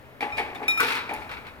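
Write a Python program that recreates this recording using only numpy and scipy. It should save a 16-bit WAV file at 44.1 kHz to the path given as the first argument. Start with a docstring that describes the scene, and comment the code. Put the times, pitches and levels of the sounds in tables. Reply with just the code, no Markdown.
"""A street at a level crossing. The barrier comes down: its hollow boom flexes and thuds, slack linkage
joints clack, rubbing steel squeaks, and a loose steel rod is struck and rings like a bell. The boom lands
on its steel rest with a clang and sharp snaps, rattles and settles. House fronts answer with a short
diffuse echo; wind and far traffic rumble underneath."""
import sys
import numpy as np
from scipy import signal
from scipy.fft import rfft, irfft, next_fast_len
from scipy.io import wavfile
from scipy.ndimage import map_coordinates

SR = 44100
rng = np.random.default_rng(int(sys.argv[2]) if len(sys.argv) > 2 else 0)


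def dump(signal):
    """Clip the signal to [-1, 1] and save it as 16-bit WAV at the path in sys.argv[1]."""
    limited = np.clip(np.atleast_2d(signal).T, -1, 1)
    pcm = np.round(limited * 32767).astype(np.int16)
    wavfile.write(sys.argv[1], SR, pcm)


N = 70560

# boom contacts on its rest: (time [s], level [dB])
LANDINGS = [(.799, -25), (0.8047, -19), (0.808, -21.5), (0.8144, -22.5)]
# phase of left ahead of right: (frequency [Hz], lead [rad])
LEFT_LEAD = [(100, -0.5), (800, 0.7), (1300, 1.6), (2400, 2), (4000, 1.5), (12000, -0.5)]


def amp(db):
    """Decibels to gain."""
    return 10 ** (np.asarray(db) / 20)


def unit(x):
    """Scale to rms 1."""
    return x / np.sqrt(np.mean(x ** 2) + 1e-20)


def along(points, hz):
    """Interpolate (Hz, value) points on a log frequency axis."""
    knots_hz, values = np.transpose(points)
    return np.interp(np.log(hz + 1), np.log(knots_hz + 1), values)


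def clock():
    """Seconds at each sample."""
    return np.arange(N) / SR


def wobble(knots_per_s):
    """Smooth random curve."""
    return map_coordinates(rng.standard_normal(N // 8), [clock() * knots_per_s], mode="wrap")


def onset(rise_s):
    """Sine-squared attack."""
    return np.sin(np.pi / 2 * np.minimum(clock() / max(rise_s, 1e-4), 1)) ** 2


def until(length_s, contact_s=0.0032):
    """Gate: free ringing, then stopped by the next contact."""
    return np.clip(1 - (clock() - length_s) / contact_s, 0, 1)


def add(out, start_s, x):
    """Mix x into out from start_s on."""
    i = max(round(start_s * SR), 0)
    out[:, i:] += x[:, :N - i]


def shelves(hz, treble_db, bass_db):
    """Extra dB above 4 kHz and below 550 Hz."""
    return treble_db * (1 - 1 / (1 + (hz / 4000) ** 4)) + bass_db / (1 + (hz / 550) ** 8)


def stereo(hz, lead_rad):
    """Complex gains of the left and right channel."""
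    # balance: (frequency [Hz], left over right [dB])
    balance = [(60, 5), (350, 4), (800, 2.5), (2000, 3.5), (4500, 0), (10000, -2.8)]
    return np.exp(np.array([[.5], [-.5]]) * (np.log(amp(along(balance, hz))) + 1j * lead_rad))


def noise(colour, treble_db=0, bass_db=0):
    """Coloured, partly coherent stereo noise; rms 1 before the shelves."""
    # left-right likeness: (frequency [Hz], coherence [0..1])
    coherence = [(60, 0.59), (130, 0.38), (300, 0.75), (750, 0.77), (1400, 0.34), (2400, 0.87),
                 (4000, 0.45), (12000, 0.034)]
    hz = np.fft.rfftfreq(N, 1 / SR)
    mid, side = rfft(rng.standard_normal((2, N)))
    width_rad = np.arccos(np.clip(along(coherence, hz), -1, 1)) / 2
    white = np.cos(width_rad) * mid + np.array([[1], [-1]]) * np.sin(width_rad) * side
    pair = white * amp(along(colour, hz)) * stereo(hz, along(LEFT_LEAD, hz))
    return irfft(pair * amp(shelves(hz, treble_db, bass_db)), N) / np.std(irfft(pair, N))


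def tone(hz, lead_rad, drift_rad):
    """Phase-modulated stereo partial."""
    phase = 2 * np.pi * hz * clock() + drift_rad
    return np.sqrt(2) * np.imag(stereo(hz, lead_rad) * np.exp(1j * phase))


def burst(colour, t60_s, echo_db, treble_db=0, bass_db=0, chatter_db=0):
    """Dense modes die fast, then linger in the street, the treble least; chatter shakes the level."""
    # echo off the house fronts: (frequency [Hz], t60 [s])
    street = [(200, 1.8), (900, 1.67), (2400, 0.89), (5000, 0.73), (12000, 0.46)]
    hz, t, spectrum = signal.stft(noise(colour, treble_db, bass_db), SR, nperseg=256)
    direct = amp(-60 * t / t60_s)
    echo = amp(echo_db - 60 * t / along(street, hz)[:, None])
    decayed = signal.istft(spectrum * np.hypot(direct, echo), SR, nperseg=256)[1][:, :N]
    return decayed * unit(amp(chatter_db * wobble(410)))


def ring(modes, bass_db=0, stretch=1, scatter_db=1.5):
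    """One blow on damped modes, each with random phase and level scatter."""
    out, t = np.zeros((2, N)), clock()[:N // 3]
    for hz, db, t60_s in modes:
        gain = amp(db + scatter_db * rng.standard_normal() + shelves(hz, 0, bass_db))
        phase = 2 * np.pi * (stretch * hz * t + rng.random())
        wave = gain * np.exp(1j * phase - np.log(1000) * t / t60_s)
        out[:, :len(t)] += np.imag(stereo(hz, along(LEFT_LEAD, hz)) * wave)
    return out


def outdoors(air_db=-49):
    """Steady air and a swelling rumble of wind and far traffic."""
    # noise spectra: (frequency [Hz], relative density [dB])
    air_colour = [(15, -42), (25, -9), (70, -16.5), (137, -2), (166, -19), (236, -5.5), (270, -9),
                  (503, -8), (560, -11.5), (624, -3.5), (677, -10.5), (2160, -15.5), (8140, -45.5),
                  (13600, -32), (16000, -44)]
    rumble_colour = [(25, -11.5), (45, -13.5), (70, -2), (115, -6.5), (170, -9.5), (300, -20), (1000, -40)]
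    # rumble swell: (time [s], level [dB])
    swell = [(0, -54.5), (.2, -58), (.36, -46.5), (.5, -53.5), (.9, -53.5), (1.3, -47.5), (1.6, -54)]
    rumble_db = np.interp(clock(), *np.transpose(swell))
    return amp(air_db) * noise(air_colour) + amp(rumble_db) * noise(rumble_colour)


def squeaks(rise_s=0.0027, t60_s=0.036, waver_rad=0.45):
    """Rubbing steel holds one high mode for a moment."""
    # joint rubs: (time [s], length [s], frequency [Hz], level [dB])
    rubs = [(.555, 0.0086, 3600, -43), (0.68, 0.041, 3760, -30.5), (.709, 0.0098, 3840, -35),
            (1.134, 0.0032, 9770, -43.5), (1.135, 0.0055, 11100, -49)]
    out, t = np.zeros((2, N)), clock()
    for start_s, length_s, hz, db in rubs:
        release = np.exp(-np.log(1000) * np.maximum(t - length_s, 0) / t60_s)
        mode = tone(hz, lead_rad=1.0, drift_rad=waver_rad * wobble(225))
        add(out, start_s, amp(db) * onset(rise_s) * release * mode)
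    return out


def snaps():
    """Hard steel-on-steel contacts give short bright cracks."""
    # contacts: (time [s], level [dB])
    contacts = [(0.546, -45), (0.6798, -30), (0.8022, -26), (0.809, -28), (0.8158, -41), (0.833, -36.5),
                (0.923, -41.5), (1.136, -32.5), (1.1455, -40), (1.161, -45)]
    # crack spectrum: (frequency [Hz], relative density [dB])
    colour = [(800, -15), (2000, -19), (4500, 1), (8000, -4), (11000, 0.5), (16000, -2)]
    out = np.zeros((2, N))
    for start_s, db in contacts:
        crack = burst(colour, t60_s=0.035, echo_db=-24, chatter_db=6.5)
        add(out, start_s, amp(db) * onset(0.001) * crack)
    return out


def linkage(modes_db=-6):
    """Slack joints clack and ring briefly as the boom sways."""
    # joint impacts: (time [s], level [dB], rise [s], treble shelf [dB])
    clacks = [(.206, -30.5, 0.0027, -1), (.221, -27.5, 0.0042, -10.5), (.368, -32, 0.0055, 4),
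              (.378, -24, 0.003, -6.5), (.398, -35.5, .004, -13), (.548, -39.5, 0.0017, 2),
              (.626, -35, 0.0055, -6), (.655, -40, .004, -13), (1.089, -31.5, .008, -5),
              (1.136, -35, 0.0011, -1.5), (1.16, -48.5, 0.0024, 5), (1.213, -39, 0.011, -2)]
    # linkage modes: (frequency [Hz], level [dB], t60 [s])
    modes = [(2110, -5, 0.16), (2215, -0.5, 0.3), (2230, -18, 0.14), (2380, -9, 0.19), (2370, 3, .16),
             (4500, -19, 0.092)]
    # its dense modes: (frequency [Hz], relative density [dB])
    colour = [(150, -26), (700, -7), (1200, -9), (1500, -13), (1750, -3), (1930, -5), (2200, -1.5),
              (2430, 0), (2900, -10), (4400, -16), (6500, -28), (11000, -27), (16000, -37)]
    out = np.zeros((2, N))
    for start_s, db, rise_s, treble_db in clacks:
        dense = burst(colour, t60_s=0.19, echo_db=-10.5, treble_db=treble_db, chatter_db=1.5)
        add(out, start_s, amp(db) * onset(rise_s) * (dense + amp(modes_db) * ring(modes)))
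    return out


def boom(modes_db=-4, dense_db=-3, supported_stretch=1.0277):
    """Each flex of the hollow boom rings its low modes, a little higher once it lies on its rest."""
    # flexes: (time [s], level [dB], rise [s], bass shelf [dB])
    thuds = [(.206, -34.5, .003, -0.5), (.221, -23.5, 0.011, -1.5), (.262, -33.5, 0.0049, -9),
             (.372, -37.5, 0.017, 14.5), (.387, -24.5, 0.019, 0), (.553, -34.5, 0.0033, -3),
             (.597, -34, 0.008, -7), (.613, -28, 0.0081, 1.5), (.806, -37.5, 0.0053, 14.5),
             (.828, -33.5, 0.003, 11), (.9, -34.5, 0.0035, -3), (1.091, -31.5, 0.0028, -2.5),
             (1.109, -27, 0.0046, 0.5), (1.144, -40, 0.0041, 1), (1.31, -41, .01, -17)]
    # free boom modes: (frequency [Hz], level [dB], t60 [s])
    modes = [(254.5, -17, 0.65), (282, -13.5, 0.17), (313.6, -11.5, 0.29), (372, -15.5, 0.24),
             (413, -8.5, 0.29), (461.2, -4.5, 0.19), (573, -15, 0.58), (649, -19, 0.31), (709.3, -3, 0.17),
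             (777, -4.5, 0.18), (834, -2.5, 0.39), (856, -3.5, 0.18), (901, -6, 0.19), (1002, -14, 0.28),
             (1153, -12.5, 0.61)]
    # its dense modes: (frequency [Hz], relative density [dB])
    colour = [(60, -19.5), (190, -16), (255, -6), (470, -5.5), (570, -17), (820, 1), (1000, -7.5),
              (1300, -8), (2000, -12.5), (5000, -41)]
    out = np.zeros((2, N))
    for start_s, db, rise_s, bass_db in thuds:
        landed = start_s > LANDINGS[0][0]
        body = ring(modes, bass_db, stretch=supported_stretch if landed else 1)
        dense = burst(colour, t60_s=0.075, echo_db=-11.5, bass_db=bass_db)
        add(out, start_s, amp(db) * onset(rise_s) * (amp(modes_db) * body + amp(dense_db) * dense))
    return out


def landing():
    """The boom clangs on its rest, rattles, and rattles again softly after the rebound."""
    # steel rest modes: (frequency [Hz], level [dB], t60 [s])
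    modes = [(1133, -7.5, 0.14), (1322, -3.5, 0.13), (1397, -3.5, .07), (1458, 2.5, 0.048), (1522, 2.5, .1),
             (1700, -8, .08), (1944, -12, 0.14), (2434, -16, 0.076)]
    # rattle impacts: (time [s], level [dB], rise [s], treble shelf [dB])
    rattles = [(0.7977, -25.5, 0.00052, -5), (0.8036, -25.5, 0.00091, 8.5), (.827, -21, .004, 1),
               (.843, -23.5, 0.0036, -5), (.863, -24, 0.0072, 1.5), (0.881, -21.5, 0.003, -2),
               (.902, -23, 0.0033, -2.5), (.918, -23.5, .003, 0.5), (.946, -26.5, 0.0072, 3),
               (.966, -24, 0.0035, -7), (.986, -29, 0.0037, -12), (1.289, -31.5, 0.0082, -8.5),
               (1.312, -31.5, .004, -4.5), (1.334, -36, 0.0043, -8), (1.366, -35.5, 0.0055, -11),
               (1.443, -37.5, 0.013, -13), (1.467, -37.5, 0.0014, -4.5)]
    # rattle spectrum: (frequency [Hz], relative density [dB])
    colour = [(120, -60), (280, -25), (450, -8.5), (680, -20.5), (900, -3), (1130, -7), (1400, -0.5),
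              (1850, -7), (2400, 1), (3000, -11), (3900, -9), (7000, -28), (11000, -25.5), (16000, -32)]
    out = np.zeros((2, N))
    stops_s = [row[0] for row in LANDINGS[1:]] + [N / SR]
    for (start_s, db), stop_s in zip(LANDINGS, stops_s):
        add(out, start_s, amp(db) * onset(0.0007) * until(stop_s - start_s) * ring(modes))
    for start_s, db, rise_s, treble_db in rattles:
        rattle = burst(colour, t60_s=0.17, echo_db=-15, treble_db=treble_db, chatter_db=-0.5)
        add(out, start_s, amp(db) * onset(rise_s) * rattle)
    return out


def rod(buzz_rad_per_khz=0.12):
    """The steel rod rings like a bell and buzzes in its holder; each blow stops the earlier ring."""
    # blows: (time [s], level [dB], lowest mode offset [dB], excitation cutoff [Hz], click offset [dB])
    strikes = [(.323, -30.5, 0, 3900, -41), (.681, -17.5, -4.5, 12000, -15), (0.7747, -23, 8, 14000, -13)]
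    # rod modes: (frequency [Hz])
    modes_hz = [1322, 2415, 3748, 5319, 7095, 9005, 9062, 11243, 13035]
    # same modes: (level [dB], t60 [s], left lead [rad])
    modes = [(-14, 0.24, 1.2), (0, 0.38, 3.55), (-18, 0.36, 1.15), (-19, 0.35, 1.85), (-24, 0.27, 1.95),
             (-23.5, 0.22, 1.3), (-37, 0.31, 2.1), (-21, 0.2, 0.7), (-22, 0.19, 1.6)]
    # contact click spectrum: (frequency [Hz], relative density [dB])
    colour = [(500, -6), (2000, 20), (4500, 1.5), (7000, -4), (11500, 7), (16000, 5)]
    out, t = np.zeros((2, N)), clock()
    stops_s = [row[0] for row in strikes[1:]] + [N / SR]
    for (start_s, db, lowest_db, cutoff_hz, click_db), stop_s in zip(strikes, stops_s):
        bell = np.zeros((2, N))
        for hz, (mode_db, t60_s, lead_rad) in zip(modes_hz, modes):
            gain = amp(mode_db + lowest_db * (hz == modes_hz[0])) / np.hypot(1, (hz / cutoff_hz) ** 2)
            buzz_rad = buzz_rad_per_khz * hz / 1000 * wobble(220)
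            bell += gain * tone(hz, lead_rad, buzz_rad) * np.exp(-np.log(1000) * t / t60_s)
        click = amp(click_db) * burst(colour, t60_s=0.073, echo_db=-8.5)
        add(out, start_s, amp(db) * onset(0.00064) * (bell * until(stop_s - start_s) + click))
    return out


def scene():
    """The barrier in its street."""
    return boom() + linkage() + landing() + snaps() + rod() + squeaks() + outdoors()


def record(dry):
    """Brick-wall low-pass."""
    top_hz = 16100
    size = next_fast_len(N + SR // 4)
    passband = np.fft.rfftfreq(size, 1 / SR) < top_hz
    return irfft(rfft(dry, size) * passband, size)[:, :N]


dry = scene()
out = record(dry)
dump(out)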